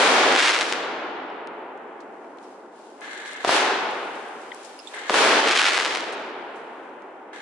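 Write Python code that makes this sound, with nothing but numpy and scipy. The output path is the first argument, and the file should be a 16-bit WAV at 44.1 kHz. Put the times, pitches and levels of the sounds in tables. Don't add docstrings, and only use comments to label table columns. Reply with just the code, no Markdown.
import sys
import numpy as np
from scipy import signal
from scipy.io import wavfile

SR = 44100
rng = np.random.default_rng(int(sys.argv[2]) if len(sys.argv) > 2 else 0)


def volts_from_decibels(level):
    exponent = np.asarray(level, float) / 20
    return 10 ** exponent


def transcribe(u):
    v = np.clip(np.atleast_2d(u).T, -1, 1)
    q = np.round(v * 32767).astype(np.int16)
    wavfile.write(sys.argv[1], SR, q)


N = 326781
FRAME, HOP = 1024, 512

# f/Hz, side-mid/dB
PORT_WIDTH = [(60, -7.5), (110, -7), (190, -21), (340, -19), (610, -10.5), (1100, -5.5), (1960, -3.5),
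              (3510, -3), (6280, 0), (11200, 2.5)]
# f/Hz, L-R/dB
PORT_LEAN = [(60, -4), (110, -0.5), (190, -1), (340, 0.0), (610, 0.5), (1100, 0.5), (1960, 1.5),
             (3510, 1.0), (6280, 2), (11200, 1)]
# t/s, dip/dB
DUCKS = [
    (0.51, -4),
    (.63, -1),
    (.736, -0.5),
    (5.403, -4),
    (5.699, -2.5),
    (5.865, 0.5),
    (5.975, -0.5),
]

# from/s, to/s, start level >5 kHz/dB, end level/dB
RUSTLE = [
    (1.104, 2.3, -82.5, -75.5),
    (2.44, 2.7, -67.5, -75),
    (2.784, 2.95, -67, -68),
    (3.72, 4.424, -61, -61.5),
    (4.546, 4.874, -60, -58),
    (6.221, 6.447, -75, -73.5),
    (6.56, 7.247, -72, -79.5),
]
# f/Hz, density/dB per Hz
RUSTLE_TONE = [(1000, -25), (2500, 4.5), (5000, -0.5), (8000, -4), (11500, -10.5)]
# t/s, level/dB, f/Hz, t60/s, L-R/dB
TICKS = [(1.3, -50, 5200, .015, 1), (2.44, -53, 5300, .03, 0), (4.288, -44, 9800, 0.012, 1),
         (4.518, -26, 1970, 0.014, 4), (4.517, -30, 3300, 0.015, 0), (4.79, -39, 5070, 0.099, -12),
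         (4.789, -40, 2720, 0.044, -1), (4.789, -40, 10400, 0.026, -2.5), (4.872, -32.5, 3590, 0.073, -15),
         (4.872, -40, 7350, 0.079, -7), (4.944, -36.5, 8550, .041, -3), (2.76, -58.5, 9100, .05, 1)]
# t/s, level/dB, f/Hz, t60/s, L-R/dB
SCRAPES = [(1.473, -30, 2900, .007, 2), (6.895, -52, 6000, .015, 2), (1.774, -55, 5830, 0.025, 6),
           (2.004, -45, 4830, 0.092, 7), (2.14, -54, 4073, 0.014, 0), (2.245, -34, 700, 0.017, 2),
           (2.372, -53, 6000, .02, 2), (2.385, -44, 2800, 0.017, 17), (2.427, -50, 6500, .14, -5),
           (2.66, -54, 3900, 0.014, 2), (3.009, -38, 7000, .016, 1.5), (3.333, -28, 7500, .008, 1),
           (4.05, -42, 7000, 0.035, 0), (4.155, -41, 7000, 0.059, -3), (4.414, -41, 5940, 0.062, 2.5),
           (4.546, -35, 8300, 0.017, 14), (4.632, -41, 7000, .015, 15), (4.646, -40, 6000, 0.11, 18),
           (6.124, -35, 6570, 0.075, -3), (6.14, -42, 8000, 0.023, 0), (6.557, -55, 7000, 0.21, -17),
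           (3.91, -38, 7000, .025, 0), (7.02, -52, 4500, 0.025, 0.5), (7.36, -46, 4200, 0.017, -7)]

# from/s, to/s, start level 1-2.5 kHz/dB
FUSE = [
    (3.018, 3.447, -41),
    (4.939, 5.1, -39),
    (7.334, 7.41, -45),
]
# f/Hz, density/dB per Hz
FUSE_TONE = [(530, -31), (900, -11), (1090, -8.5), (1600, -2.5), (2320, -7.5), (8260, -31), (11000, -29),
             (11500, -60), (15000, -82), (22000, -120)]
# f/Hz, width/Hz, level/dB
FUSE_TUBE = [(1695, 230, 2), (2090, 160, -2), (3420, 1160, -15), (4200, 590, -20.5), (7000, 2900, -24)]

# f/Hz, density/dB per Hz
YOUNG_ECHO_TONE = [(35, -86), (60, -44), (184, -22), (256, -10), (312, -7), (416, -3.5), (674, -5),
                   (1740, -7), (1850, -8.5), (3510, -11.5), (9230, -24), (10800, -25), (11500, -57),
                   (15000, -85), (22000, -120)]
# f/Hz, loss/dB per s of flight
AIR_LOSS = [(60, 8.5), (200, -2), (500, 0.5), (1000, 1.5), (2000, 5), (3000, 8.5), (4500, 17), (7000, 28.5),
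            (11500, 62)]
# f/Hz, width/Hz, gain/dB
GROUND = [(390, 70, 2.5), (582, 187, 0), (827, 164, 4.5), (1440, 120, 2)]
# low f/Hz, high f/Hz
ECHO_BAND_HZ = (300, 1200)
# from/s, to/s
LAUNCH_SPAN_S = (3.44, 5.09)
# t/s, level/dB, source length/s, first fall/dB per s, flight gained/s per s
CARPETS = [
    (-.1, -19.5, 0.43, 107, 2.7),
    (0.446, -28, 0.25, 13.5, 2.12),
    (3.448, -25.5, 0.015, 299, .5),
    (3.475, -20.5, 0.085, 29, 1.58),
    (5.094, -26, 0.097, 289, .5),
    (5.14, -19.5, .33, 112, 3.3),
    (5.63, -30.5, 0.3, 13.5, 1.98),
]

# t/s, level >3 kHz/dB, hold/s, fall/dB per s
SWARM = [
    (.34, -17.5, 0.21, 95),
    (0.454, -16.5, .05, 85.5),
    (5.465, -17.5, 0.24, 56),
]
# from/s, to/s, rate/stars per s
THICK = [
    (.36, .51, 60),
    (5.5, 5.7, 130),
]
# t/s, peak/dB, L-R/dB
STAR_POPS = [(.3812, -8.8, 0), (.3966, -7.6, 0), (.4033, -6.9, 2), (.4315, -7.6, 1), (.4444, -9.7, -2),
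             (.4767, -8.2, -1), (.4845, -7.9, 1), (.4991, -8.7, 0), (.511, -8.6, 3), (.5359, -10.8, 3),
             (.5628, -11.7, 4), (.5657, -11.9, 3), (.5895, -12.1, 4), (.611, -5.4, 1), (.6168, -9.2, 0),
             (.6206, -14.2, 5), (.6282, -11.8, 1), (.6547, -17.5, -2), (.7253, -6.1, 2), (.7354, -14.3, 8),
             (5.4028, -9.9, 4), (5.4732, -11.1, -1), (5.4874, -6.8, 0), (5.4935, -8.4, 1),
             (5.5113, -7.2, 1), (5.5762, -7.6, 1), (5.5994, -8, 2), (5.617, -7.3, 3), (5.6436, -7.4, -1),
             (5.6652, -7.3, 2), (5.7234, -12.3, 1), (5.7346, -9.2, 1), (5.7442, -9.6, -3),
             (5.7477, -9.7, -2), (5.7553, -10.7, 2), (5.7741, -8.3, 5), (5.7784, -5.6, 0),
             (5.7885, -9.3, 0), (5.8007, -13.1, 6), (5.8098, -12.7, 8), (5.8239, -13, 4), (5.8488, -9.5, 1),
             (5.8562, -12, 2), (5.8621, -10.2, 2), (5.9075, -17.4, 2), (5.9508, -11.1, -2),
             (5.9586, -13, 6), (5.9725, -13.1, 0), (6.0072, -16.8, 0),
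             (0.325, -10, 6),
    (.347, -13, 1),
    (0.352, -7.5, 6),
    (.362, -5, -7),
    (.387, -39, -4),
    (5.476, -8, 0),
    (5.484, -9, 1),
]

# t/s, peak/dB, L-R/dB, push/ms, front spike/0-1
BLASTS = [(3.4427, -18, 0, 0.38, 0), (3.448, -6.5, 0, 0.56, 0.74), (3.451, -13, 6, 0.46, 0.),
          (3.475, -20, 0, 1, 0), (3.493, -2, -3, 0.44, 0), (5.097, -4, -1, 0.4, 0.86),
          (5.101, -14, 6, 0.5, 0.), (5.1059, -10.5, 1, 0.82, 1), (5.143, -4, -3, 0.38, 0.6),
          (5.1444, -37, -2, 0.24, 0.3), (5.1467, -13, -6, 0.4, 0.3)]


def spectrum(table, hz):
    f, v = np.transpose(table)
    return np.interp(np.log(np.maximum(hz, 1)), np.log(f), v)


def envelope(spans, fade_s=0.0052, hold_s=0.):
    t, out = np.arange(N) / SR, np.zeros(N)
    for rows in spans:
        s, db = np.transpose(rows)
        gate = np.clip(np.minimum(t - s[0], s[-1] + hold_s - t) / fade_s + 1, 0, 1)
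        out = np.maximum(out, volts_from_decibels(np.interp(t, s, db)) * gate)
    return out


def grit(scatter_db):
    x = rng.standard_normal((2, N)) * volts_from_decibels(scatter_db * np.minimum(rng.exponential(size=N), 5))
    return x / x.std()


def colour(mid_side, db, lo_hz, hi_hz, wide_db=0.):
    hz, s, z = signal.stft(mid_side, SR, nperseg=FRAME, noverlap=HOP)
    gain = volts_from_decibels(db(hz[:, None], s[None, :])) + 0 * s
    band = (hz > lo_hz) & (hz < hi_hz)
    gain = gain / np.sqrt(np.sum(gain[band] ** 2, axis=0) / len(hz))
    side = z[1] * volts_from_decibels(spectrum(PORT_WIDTH, hz) + wide_db)[:, None]
    lean = volts_from_decibels(spectrum(PORT_LEAN, hz) / 2)[:, None]
    pair = np.array([(z[0] + side) * lean, (z[0] - side) / lean]) * gain
    return signal.istft(pair, SR, nperseg=FRAME, noverlap=HOP)[1][:, :N]


def add(out, s, shape, db, pan_db):
    i = int(s * SR)
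    out[:, i:i + shape.shape[-1]] += shape[..., :N - i] * volts_from_decibels(db + np.array([[pan_db], [-pan_db]]) / 2)


def ducking():
    t, recover_s = np.arange(N) / SR, 0.14
    return volts_from_decibels(sum(db * (t > s) * np.exp(-np.maximum(t - s, 0) / recover_s) for s, db in DUCKS))


def rustle():
    wander_db, wander_s = 1.5, 0.12
    steps = rng.standard_normal(100)
    wander = volts_from_decibels(wander_db * np.interp(np.arange(N) / SR / wander_s, np.arange(len(steps)), steps))
    cloth = colour(grit(3.1), lambda hz, s: spectrum(RUSTLE_TONE, hz), 4940, 11000, wide_db=2.0)
    spans = [[(a, a_db), (b, b_db)] for a, b, a_db, b_db in RUSTLE]
    return wander * cloth * envelope(spans, 0.12, 0.076)


def ticks():
    tick_share, scrape_share = 0.11, 1.05
    out, t = np.zeros((2, N)), np.arange(4096) / SR
    rows = [(*row, tick_share) for row in TICKS] + [(*row, scrape_share) for row in SCRAPES]
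    for s, db, hz, t60, pan_db, share in rows:
        mid, side = rng.standard_normal((2, len(t)))
        width_hz = share * hz
        b, a = signal.butter(1, [max(hz - width_hz / 2, 100), hz + width_hz / 2], "band", fs=SR)
        scratch = (mid + 0.65 * side * np.array([[1], [-1]])) * 1000 ** (-t / t60)
        ring = signal.lfilter(b, a, signal.lfilter(b, a, scratch))
        add(out, s, ring / np.abs(ring).max(), db, pan_db)
    return out


def fuse():
    rise_db_per_s = 6
    spits = rng.standard_normal(N // HOP + 3)
    spit_s = np.arange(len(spits)) * HOP / SR

    def tone(hz, s):
        rings = sum(volts_from_decibels(db) / (1 + (2 * (hz - f) / width_hz) ** 4) for f, width_hz, db in FUSE_TUBE)
        spit_db = 3.1 * np.interp(s, spit_s, spits) * np.clip(hz / 3000 - 0.7, 0.2, 1)
        return 20 * np.log10(volts_from_decibels(spectrum(FUSE_TONE, hz) - 0.5) + rings) + spit_db

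    spans = [[(a, db), (b, db + rise_db_per_s * (b - a))] for a, b, db in FUSE]
    return colour(grit(4.4), tone, 960, 2550, wide_db=2.5) * envelope(spans, 0.0069, 0.004)


def carpets():
    swell_db, swell_s = 9.5, 0.019
    slap_db, slap_db_per_s = -4.5, 704
    spread_s, near_flight_s, age_while_lasting = 1.27, 0.068, 0.19
    late_ageing_s = 1.78
    fuse_echo_db, fuse_flight_s = -3.5, 0.59
    t = np.arange(N) / SR
    power, flown = np.full(N, 1e-12), np.zeros(N)
    for s, db, lasts_s, fall, pace in CARPETS:
        age = np.maximum(t - s, 0)
        after = np.maximum(age - lasts_s, 0)
        swell = volts_from_decibels(-swell_db * np.exp(-age / swell_s)) ** 2 + volts_from_decibels(slap_db - slap_db_per_s * age) ** 2
        p = (t > s) * swell * volts_from_decibels(db - fall * spread_s * np.log1p(after / spread_s)) ** 2
        ageing = late_ageing_s * np.log1p(after / late_ageing_s)
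        ageing = ageing + age_while_lasting * np.minimum(age, lasts_s)
        power = power + p
        flown = flown + p * (near_flight_s + pace * ageing)
    spans = [[(a, db + fuse_echo_db), (b, db + fuse_echo_db)] for a, b, db in FUSE]
    p = envelope(spans, 0.065) ** 2
    return np.sqrt(power + p), (flown + p * fuse_flight_s) / (power + p)


def echoes():
    launch_ground, launch_bass_db, launch_bass_hz = 1, -2, 550
    gain, flight_s = carpets()
    young = np.clip(1 - flight_s / 0.52, 0, 1)
    returns = np.sqrt(young) * grit(4.1) + np.sqrt(1 - young) * rng.standard_normal((2, N))

    def tone(hz, s):
        flown_s = np.interp(s, np.arange(N) / SR, flight_s)
        low = (s > LAUNCH_SPAN_S[0]) & (s < LAUNCH_SPAN_S[1])
        ground_db = sum(db * np.exp(-((hz - f) / width_hz) ** 2) for f, width_hz, db in GROUND)
        ground_db = ground_db * np.tanh(flown_s / 0.81 + launch_ground * low)
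        bass_db = launch_bass_db * low / (1 + (hz / launch_bass_hz) ** 4)
        return spectrum(YOUNG_ECHO_TONE, hz) - spectrum(AIR_LOSS, hz) * flown_s + ground_db + bass_db

    return colour(returns, tone, *ECHO_BAND_HZ) * gain


def shock(ms, spike, bend, swings):
    t = np.arange(256) / SR - 1.5e-4
    u = np.maximum(t, 0) * 1000 / ms
    swing = np.sin(np.pi * u ** bend) * np.exp(-(u / swings) ** 2)
    return swing / swing.max() - spike * np.exp(-((t + 4e-5) / 5e-5) ** 2)


def swarm(ms, spike, bend):
    rate_per_s, scatter_db, pops_db = 600, 3.0, -7
    echo_db, echo_hz = -12, 8000
    rise_s, rise_db, fade_s = 0.045, 12, 0.6
    wave = shock(ms, spike, bend, 1.9)
    sizes = volts_from_decibels(scatter_db * np.minimum(rng.exponential(size=(2, N)), 3))
    pops = (rng.random((2, N)) < rate_per_s / SR) * sizes
    lowpass = signal.butter(1, echo_hz, fs=SR, output="sos")
    blur = signal.sosfilt(lowpass, rng.standard_normal((2, N)))
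    treble = signal.butter(2, [3000, 10000], "band", fs=SR, output="sos")
    out = 0
    for shocks, db in ((pops, pops_db), (blur, echo_db)):
        aims = shocks[0] + 0.49 * shocks[1] * np.array([[1], [-1]])
        heard = signal.oaconvolve(aims, wave[None], axes=1)[:, :N]
        out = out + heard / signal.sosfilt(treble, heard[0]).std() * volts_from_decibels(db)
    spans = [[(s, db - rise_db), (s + rise_s, db), (s + hold_s, db),
              (s + hold_s + fade_s, db - fall * fade_s)] for s, db, hold_s, fall in SWARM]
    return out * ducking() * envelope(spans, 0.026)


def thick_stars():
    level_db, scatter_db, pan_db = -12.5, 1.6, 1.5
    rows = []
    for a, b, rate in THICK:
        for k, (late, size, aim) in enumerate(rng.standard_normal((int((b - a) * rate), 3))):
            s = a + (k + 0.5 + late / 3) / rate
            rows.append((s, level_db + scatter_db * size, pan_db + 2 * aim))
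    return rows


def crackle():
    pop_ms, spike, bend, lift_db = 0.2, 0.6, 0.6, 1.5
    out = swarm(pop_ms, spike, bend)
    for s, db, pan_db in STAR_POPS + thick_stars():
        size, sharp = rng.random(2)
        wave = shock(pop_ms * (0.52 + 0.52 * size), spike * (0.51 + sharp), bend, 3.65)
        add(out, s - np.argmax(wave) / SR, wave, db + lift_db, pan_db)
    no_bass = signal.butter(2, 420, "high", fs=SR, output="sos")
    return signal.sosfilt(no_bass, out)


def blasts():
    out = np.zeros((2, N))
    for s, db, pan_db, ms, spike in BLASTS:
        wave = shock(ms, spike, 0.8, 2.75)
        add(out, s - np.argmax(wave) / SR, wave, db, pan_db)
    return out


def scene():
    return rustle() + ticks() + fuse() + echoes() * ducking() + crackle() + blasts()


def roll_off(x):
    return signal.sosfilt(signal.butter(12, 11830, fs=SR, output="sos"), x)


def record(dry):
    x = signal.sosfilt(signal.butter(2, 120, "high", fs=SR, output="sos"), dry)
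    pump = signal.sosfilt(signal.butter(1, [12, 70], "band", fs=SR, output="sos"), x ** 2)
    x = np.tanh(1.05 * x) / 1.11 + 0.021 * pump
    x = signal.sosfiltfilt(signal.ellip(8, 0.2, 60, 11100, fs=SR, output="sos"), x)
    return roll_off(x)


dry = scene()
out = record(dry)
transcribe(out)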